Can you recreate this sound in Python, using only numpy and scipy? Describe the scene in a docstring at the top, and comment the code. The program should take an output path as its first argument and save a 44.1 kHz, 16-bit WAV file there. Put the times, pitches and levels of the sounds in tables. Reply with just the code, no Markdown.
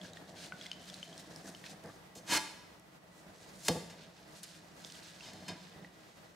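"""A kitchen fan drones while wet leaf pulp is stirred in a wire sieve over a glass jug.
First a soft spatula squeezes it: bubbles squelch, air pockets pop, frame and jug rumble under the push.
After 2 s a steel spoon takes over, rasps across bare mesh and, at 3.7 s, knocks hard on the frame.
It works on through the pulp with more pops, lighter scrapes and taps, easing off around 6 s."""
import sys
import numpy as np
from scipy import signal
from scipy.fft import rfft, irfft
from scipy.io import wavfile

SR = 44100
rng = np.random.default_rng(int(sys.argv[2]) if len(sys.argv) > 2 else 0)


def unload_audio(sound):
    """Save the sound as a 16-bit wav file, at the path given as the first command line argument."""
    columns = np.transpose(np.atleast_2d(sound))
    # keep every value between -1 and 1, then stretch to whole-number steps
    steps = np.round(np.clip(columns, -1, 1) * 32767)
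    wavfile.write(sys.argv[1], SR, steps.astype(np.int16))


N = 280035
BINS_HZ = np.maximum(np.fft.rfftfreq(N, 1 / SR), 1)
PAN = np.array([[.5], [-.5]])   # shares a left-minus-right dB between the sides


def from_db(db):
    return 10 ** (np.asarray(db) / 20)


def unit_rms(x):
    return x / np.sqrt(np.mean(x ** 2) + 1e-20)


def at_hz(curve, hz):
    curve_hz, values = np.transpose(curve)
    return np.interp(np.log(hz), np.log(curve_hz), values)


def colour(x, spectrum):
    """EQs x with an (f/Hz, level/dB) curve; rms 1."""
    return unit_rms(irfft(rfft(x) * from_db(at_hz(spectrum, BINS_HZ)), N))


def butter(x, hz, kind="band", order=2):
    return signal.sosfilt(signal.butter(order, hz, kind, fs=SR, output="sos"), x)


def split(x, hz):
    """Crossover: the parts below and above hz."""
    return [butter(x, hz, kind, order=4) for kind in ("low", "high")]


def ring(x, hz, t60):
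    """Resonator: a unit click sets a sine of height 1 ringing."""
    r, w = from_db(-60 / (t60 * SR)), 2 * np.pi * hz / SR
    return signal.lfilter([0, np.sin(w)], [1, -2 * r * np.cos(w), r * r], x + 1e-18)


def t60_of(width_hz):
    return np.log(1000) / (np.pi * width_hz)


def drift(rate_hz):
    """Random modulator: twice low-passed noise, rms 1."""
    r = np.exp(-2 * np.pi * rate_hz * 40 / SR)   # one step per 40 samples
    slow = signal.lfilter([1], [1, -2 * r, r * r], rng.standard_normal(N // 40 + 2002))[2000:]
    return np.interp(np.arange(N) / 40, np.arange(len(slow)), unit_rms(slow))


def swells(start_s, rise_s, hold_s, fall_s, db, edge_db=28):
    """Envelope of gestures that rise from edge_db under their top, hold and die away."""
    t = np.arange(0, N + 40, 40)[:, None] / SR
    early = np.maximum(1 - (t - start_s) / rise_s, 0)
    late = np.maximum((t - start_s - rise_s - hold_s) / fall_s, 0)
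    power = from_db(2 * np.maximum(db - edge_db * (early ** 2 + late), -150))
    return np.interp(np.arange(N) / SR, t[:, 0], np.sqrt(power.sum(axis=1)))


def grains(per_s, spread_db, scatter_db):
    """Random clicks of uneven size, each with its own pan."""
    sizes = from_db(spread_db * np.minimum(rng.exponential(1, N), 5)) * rng.choice([-1, 1], N)
    pans = from_db(scatter_db * rng.standard_normal(N) * PAN)
    return sizes * pans * (rng.random(N) < per_s / SR)


def smear(x, lags_s):
    """All-pass delays spread a click in time without colouring it."""
    for lag in (lags_s * SR).astype(int):
        taps = np.zeros(lag + 1)
        taps[[0, lag]] = -.62, 1
        x = signal.lfilter(taps, taps[::-1], x)
    return x


# EQ of the moving air: f/Hz, level/dB
FAN_AIR = [(18, -43), (30, -55), (93, -19), (130, -11.5), (165, 2), (264, -4), (293, -13.5), (423, -3),
           (643, -3), (1030, -6), (1270, -7.5), (2640, -13.5), (4710, -17.5), (15700, -29.5)]
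# hollow housing tones: f/Hz, width/Hz, level/dB
FAN_TONES = [(178, 34, -4.5), (312.5, 20, -8.5), (643.3, 16.5, -12), (1250, 120, -25.5), (1957, 22, -13)]
# stereo image of the fan: f/Hz, left-right correlation
FAN_IMAGE = [(60, 1), (240, 0.77), (950, 0.019), (3770, 0.013), (15000, 0.51)]


def fan(level_db=-58):
    """A bed of air noise rings the housing and wavers slightly; centred bass, wide mids."""
    white = rng.standard_normal((2, N))
    tones = sum(from_db(db) * unit_rms(ring(white, hz, t60_of(width))) for hz, width, db in FAN_TONES)
    mid, side = colour(white[::-1], FAN_AIR) + 0.93 * tones
    alike = at_hz(FAN_IMAGE, BINS_HZ)
    mid = irfft(rfft(mid) * np.sqrt(1 + alike), N)
    side = irfft(rfft(side) * np.sqrt(1 - alike), N)
    return from_db(level_db + 1.84 * drift(7.4)) * unit_rms(np.array([mid + side, mid - side]))


# tool leaning on the frame: start t/s, hold/s, level/dB
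PUSH_CUES = [(-.1, 0.7, -56.5), (0.718, 0.35, -59.5), (1.05, 0.447, -57.5), (1.42, 0.017, -50.5),
             (1.66, 0.049, -56), (1.813, 0.022, -49.5), (2.14, .05, -61), (2.253, 0.046, -47),
             (2.99, 0.018, -82), (3.174, 0.85, -63), (3.92, 1.3, -66), (5.23, 0.16, -56), (5.456, .02, -49),
             (5.714, .08, -55.5), (6.057, 0.045, -76)]
# EQ of frame and jug under load: f/Hz, level/dB
RUMBLE_EQ = [(50, -43), (100, -3), (135, -14.5), (172, 9), (225, -6), (314, -4), (400, -8), (560, -8),
             (680, -3), (820, -12), (1400, -24.5), (1680, -13.5), (2100, -21.5), (3000, -74)]


def rumble(rise_s=0.049, fall_s=0.1):
    """Each push draws a low, fluttering rumble from frame and jug."""
    start_s, hold_s, db = np.transpose(PUSH_CUES)
    body = colour(rng.standard_normal(N), RUMBLE_EQ)
    return body * swells(start_s, rise_s, hold_s, fall_s, db) * from_db(2.45 * drift(35))


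# pulp squeezed under the tool: wettest t/s, length/s, level/dB, top-end trim/dB
SQUEEZE_CUES = [(0.065, 0.27, -56.5, -8.5), (0.176, 0.13, -60.5, -8), (0.3, 0.21, -61.5, -5),
                (0.394, 0.15, -52, -7), (0.454, 0.15, -47.5, -7), (0.643, 0.3, -52.5, -9),
                (0.818, 0.11, -58, -7), (0.872, 0.24, -57.5, -5), (1.018, 1, -59, -6),
                (1.197, 0.095, -54.5, -1.5), (1.38, 0.6, -62, -3.5), (1.49, 0.16, -58.5, 3.5),
                (1.581, 0.28, -63, -1.5), (1.672, .1, -52.5, -9), (1.709, 0.11, -59.5, -1.5),
                (1.91, 0.31, -65, -2.5), (3.193, 0.3, -72, 3.5), (3.425, 0.39, -61.5, -4.5),
                (3.615, 0.5, -66, 3), (4.022, 0.31, -59, -16), (4.226, 0.6, -65, -10),
                (4.363, 0.29, -65, 1), (4.439, 0.043, -51.5, 1.5), (4.54, 0.77, -61, -5),
                (4.873, 0.34, -57, -1), (5.063, 0.76, -56.5, -6.5), (5.283, 0.68, -63, -14),
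                (5.697, 0.88, -61.5, -14), (5.927, 0.19, -77, -24), (6.143, 1, -68, -8)]
# EQ of the wet pulp: f/Hz, level/dB
SQUELCH_EQ = [(590, -55), (1000, -39), (1240, -12), (1660, -1.5), (1790, -7), (4240, -0.5), (4760, -2.5),
              (8740, -5), (15500, -18)]


def squelch():
    """Tiny bubbles crackle in clumps with each squeeze, each ringing a few cycles."""
    s, length_s, db, top_db = np.transpose(SQUEEZE_CUES)
    rise_s = 0.41 * length_s
    clicks = grains(7000 * from_db(4 * drift(18)), spread_db=2, scatter_db=8)
    pitches = np.geomspace(1200, 14000, 12)
    pitch_index = rng.integers(0, len(pitches), N)
    fizz = sum(ring(clicks * (pitch_index == k), hz, 6 / hz) * np.sqrt(hz)
               for k, hz in enumerate(pitches))
    low, top = split(colour(fizz, SQUELCH_EQ), 6000)
    return sum(swells(s - rise_s, rise_s, 0, length_s - rise_s, level_db) * unit_rms(part)
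               for part, level_db in ((low, db), (top, db + top_db)))


# air pockets bursting: t/s, level/dB, f/Hz, snap over tone/dB, left minus right/dB
POP_CUES = [(.0148, -40.5, 3330, -0.5, 3), (0.0486, -49, 1610, 0, -.5), (.134, -45.5, 3840, 7.5, -1),
            (.171, -43.5, 1830, 10.5, -2), (0.5221, -34.5, 1472, 6, 1.5), (.612, -38, 3300, -4, 0),
            (0.6612, -41, 2100, 10, 3), (0.6652, -38.5, 3420, 7, .5), (0.7154, -30, 3020, 3, 3),
            (.731, -40.5, 3050, 7, .5), (.8996, -42, 3390, 10, 1), (0.942, -40, 4060, 6, -.5),
            (1.029, -32.5, 3050, -8, 3), (1.1283, -44, 3250, 3, .5), (1.1785, -45.5, 4140, 12, 0),
            (1.3612, -40, 5030, 1, 0), (1.479, -47.5, 1470, 1, -5), (1.5487, -42, 3060, 6, 1),
            (1.6403, -44.5, 1850, 12, 1), (1.6634, -45.5, 2500, 14, -.5), (1.859, -49, 4970, 2, 0),
            (1.8984, -50.5, 1180, 10, .5), (2.797, -56.5, 5500, 8, 0), (4.4326, -41.5, 7740, 10, 4),
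            (4.8475, -40, 3500, 9, -4), (4.9, -47.5, 3030, 8, -2), (4.922, -46, 4230, 11, -4),
            (4.952, -47, 3120, 1, -2), (4.9993, -52, 4700, 4, -6), (5.208, -43.5, 2700, 4, -5),
            (5.8465, -44, 1910, 3, -2)]


def pops(t60_cycles=62, snap_t60_s=.008, samples=4000):
    """Each pocket gives a short tone, rising a little as it closes, and a broad snap."""
    out, t = np.zeros((2, N + samples)), np.arange(samples) / SR
    for s, db, hz, snap_db, pan_db in POP_CUES:
        burst = rng.standard_normal(samples) * from_db(-60 * t / snap_t60_s)
        snap = butter(burst, [1.13 * hz, min(2.06 * hz, 12000)])   # small pockets snap brighter
        tone = np.sin(2 * np.pi * hz * t * (1 + t)) * from_db(-60 * t * hz / t60_cycles)
        start = round(s * SR)
        out[:, start:start + samples] += from_db(db + PAN * pan_db) * (tone + from_db(snap_db) * snap)
    return out[:, :N]


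# metallic ring of spoon and sieve: f/Hz, width/Hz, relative level under steady rubbing/dB
STEEL_MODES = [(319, 14, 4), (870, 25, -6), (986, 22, 0), (1639, 30, -4), (2105, 25, -3), (2500, 40, -6),
               (2944, 25, -3), (3135, 16, 0), (3680, 25, -2), (4298, 18, 2), (5100, 24, 0), (5338, 12, -7),
               (6070, 18, -8), (6430, 90, -9), (6880, 70, -10), (7310, 35, -10), (7520, 25, -6),
               (8060, 40, -13), (8960, 70, -14), (9680, 90, -15)]


def steel(x):
    """Spoon and sieve ring at their modes when struck or rubbed."""
    modes = sum(from_db(db) * width / 100 * ring(x, hz, t60_of(width)) * (-1) ** k
                for k, (hz, width, db) in enumerate(STEEL_MODES))
    return butter(modes, 150, "high", order=4)


# tool hitting the frame: t/s, clink drive/dB, thud drive/dB
KNOCK_CUES = [(1.8361, -49, -45.5), (2.1538, -50, -44), (3.6817, -14.5, -22), (3.7435, -56, -31.5),
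              (5.332, -45, -48), (5.484, -37, -62)]
# body of jug and worktop: f/Hz, relative level/dB, t60/s
THUD_MODES = [(65, -12, 0.06), (110, -7.5, 0.068), (169, 0, 0.15), (265, 0.5, 0.04), (334, -6, 0.11),
              (476, 7, 0.029), (715, 5, 0.015), (860, -3, 0.038), (1160, -9.5, 0.044)]


def knocks():
    """A blow rings the steel, cracks through the wires and shudders on in jug and worktop."""
    hard, soft = np.full((2, N), 1e-18)
    for s, clink_db, thud_db in KNOCK_CUES:
        hard[round(s * SR)] = from_db(clink_db)
        soft[round((s + .001) * SR)] = from_db(thud_db)
    chatter = smear(hard, np.geomspace(.00015, .0012, 6) * rng.uniform(.85, 1.3, 6))
    crack = butter(chatter, [800, 9000])
    slow = signal.resample_poly(soft, 1, 10)   # at a tenth of the rate, lags last ten times as long
    slow = smear(slow, np.geomspace(.00006, .0007, 5) * rng.uniform(.85, 1.15, 5))
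    shudder = signal.resample_poly(slow, 10, 1)[:N]
    thud = sum(from_db(db - 4.5) * ring(shudder, hz, t60) * (-1) ** k
               for k, (hz, db, t60) in enumerate(THUD_MODES))
    return from_db(-10) * steel(chatter) + from_db(18) * crack + thud


# spoon on bare mesh: t/s, attack/s, hold/s, release/s, level/dB, low-end trim/dB, top-end trim/dB
SCRAPE_CUES = [(2.15, .003, 0.031, .045, -57, -28, 3.5), (2.272, .004, 0.009, .03, -50, -5, -6),
               (2.267, 0.075, 0.034, 0.013, -29.5, 3.5, -3.5), (3.625, 0.012, .01, .01, -53.5, -20, 1),
               (3.646, 0.0037, 0.039, 0.0069, -46.5, -3, 4),
               (3.896, 0.0036, 0.0055, 0.06, -51.5, 0.5, -6.5),
               (5.17, 0.082, 0.034, 0.13, -50, -7.5, -12.5), (5.33, 0.018, 0.14, .02, -59.5, -11, -10),
               (5.479, 0.0027, .004, 0.076, -42, 0.5, -13)]
# EQ of the rasping wires: f/Hz, level/dB
MESH_EQ = [(120, -50), (200, -14), (320, -9.5), (900, 1.5), (1300, -0.5), (2300, -0.5), (4400, 2),
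           (8000, 2), (11500, -4.5), (16000, -14)]


def rasp(low_release_ratio=2.26):
    """The spoon edge catches wire after wire: dense clicks from the mesh and through the steel."""
    s, attack_s, hold_s, release_s, db, low_db, top_db = np.transpose(SCRAPE_CUES)
    # a light touch moves little bass; pulp under the edge dulls the top
    low_gain = swells(s, attack_s, hold_s, release_s * low_release_ratio, db + low_db)
    mid_gain = swells(s, attack_s, hold_s, release_s, db)
    top_gain = swells(s, attack_s, hold_s, release_s, db + top_db)

    def stroked(x):
        low, rest = split(x, 2200)
        mid, top = split(rest, 5600)
        return low_gain * low + mid_gain * mid + top_gain * top
    catches = unit_rms(grains(4000, spread_db=4, scatter_db=0.5))
    ringing = steel(stroked(catches)) / np.std(steel(catches))
    wires = colour(grains(6000, spread_db=0, scatter_db=5.5), MESH_EQ)
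    return from_db(-3.2) * ringing + from_db(-2) * stroked(wires)


# reverb time of the kitchen: f/Hz, t60/s
ROOM_DECAY = [(200, 0.92), (1000, 0.75), (4000, 0.77), (12000, 0.55)]


def kitchen(x):
    """Wall echoes as a noise tail that dies octave by octave, wider above the bass."""
    t, tail = np.arange(SR) / SR, 0
    for low_hz in 45 * 2. ** np.arange(9):
        centre, *sides = butter(rng.standard_normal((3, SR)), [low_hz, min(2 * low_hz, 20000)])
        band = centre + 0.82 * min(low_hz / 500, 1) * np.array(sides)
        tail += band * from_db(-60 * t / at_hz(ROOM_DECAY, low_hz * np.sqrt(2)))
    tail *= np.clip((t - .003) / 0.00053, 0, 1)   # pre-delay to the first walls
    return signal.fftconvolve(x[None], tail / np.sqrt(np.sum(tail ** 2) / 2), axes=1)[:, :N]


def scene(spoon_from_s=2.05, spoon_pan_db=-1.5):
    """The sieve and its reverb over the fan; the spoon stirs a little to the right."""
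    pan_db = spoon_pan_db * (np.arange(N) / SR > spoon_from_s)
    stirring = (squelch() + rumble()) * from_db(PAN * pan_db)
    sieve = stirring + rasp() + knocks() + pops()
    return sieve + from_db(-10) * kitchen(sieve.mean(axis=0)) + fan()


def record(dry, cutoff_hz=16200):
    """The microphone drops the deep bass; the top is cut."""
    thin = butter(dry, 45, "high", order=6)
    return signal.sosfilt(signal.cheby2(20, 70, cutoff_hz, fs=SR, output="sos"), thin)


dry = scene()
out = record(dry)
unload_audio(out)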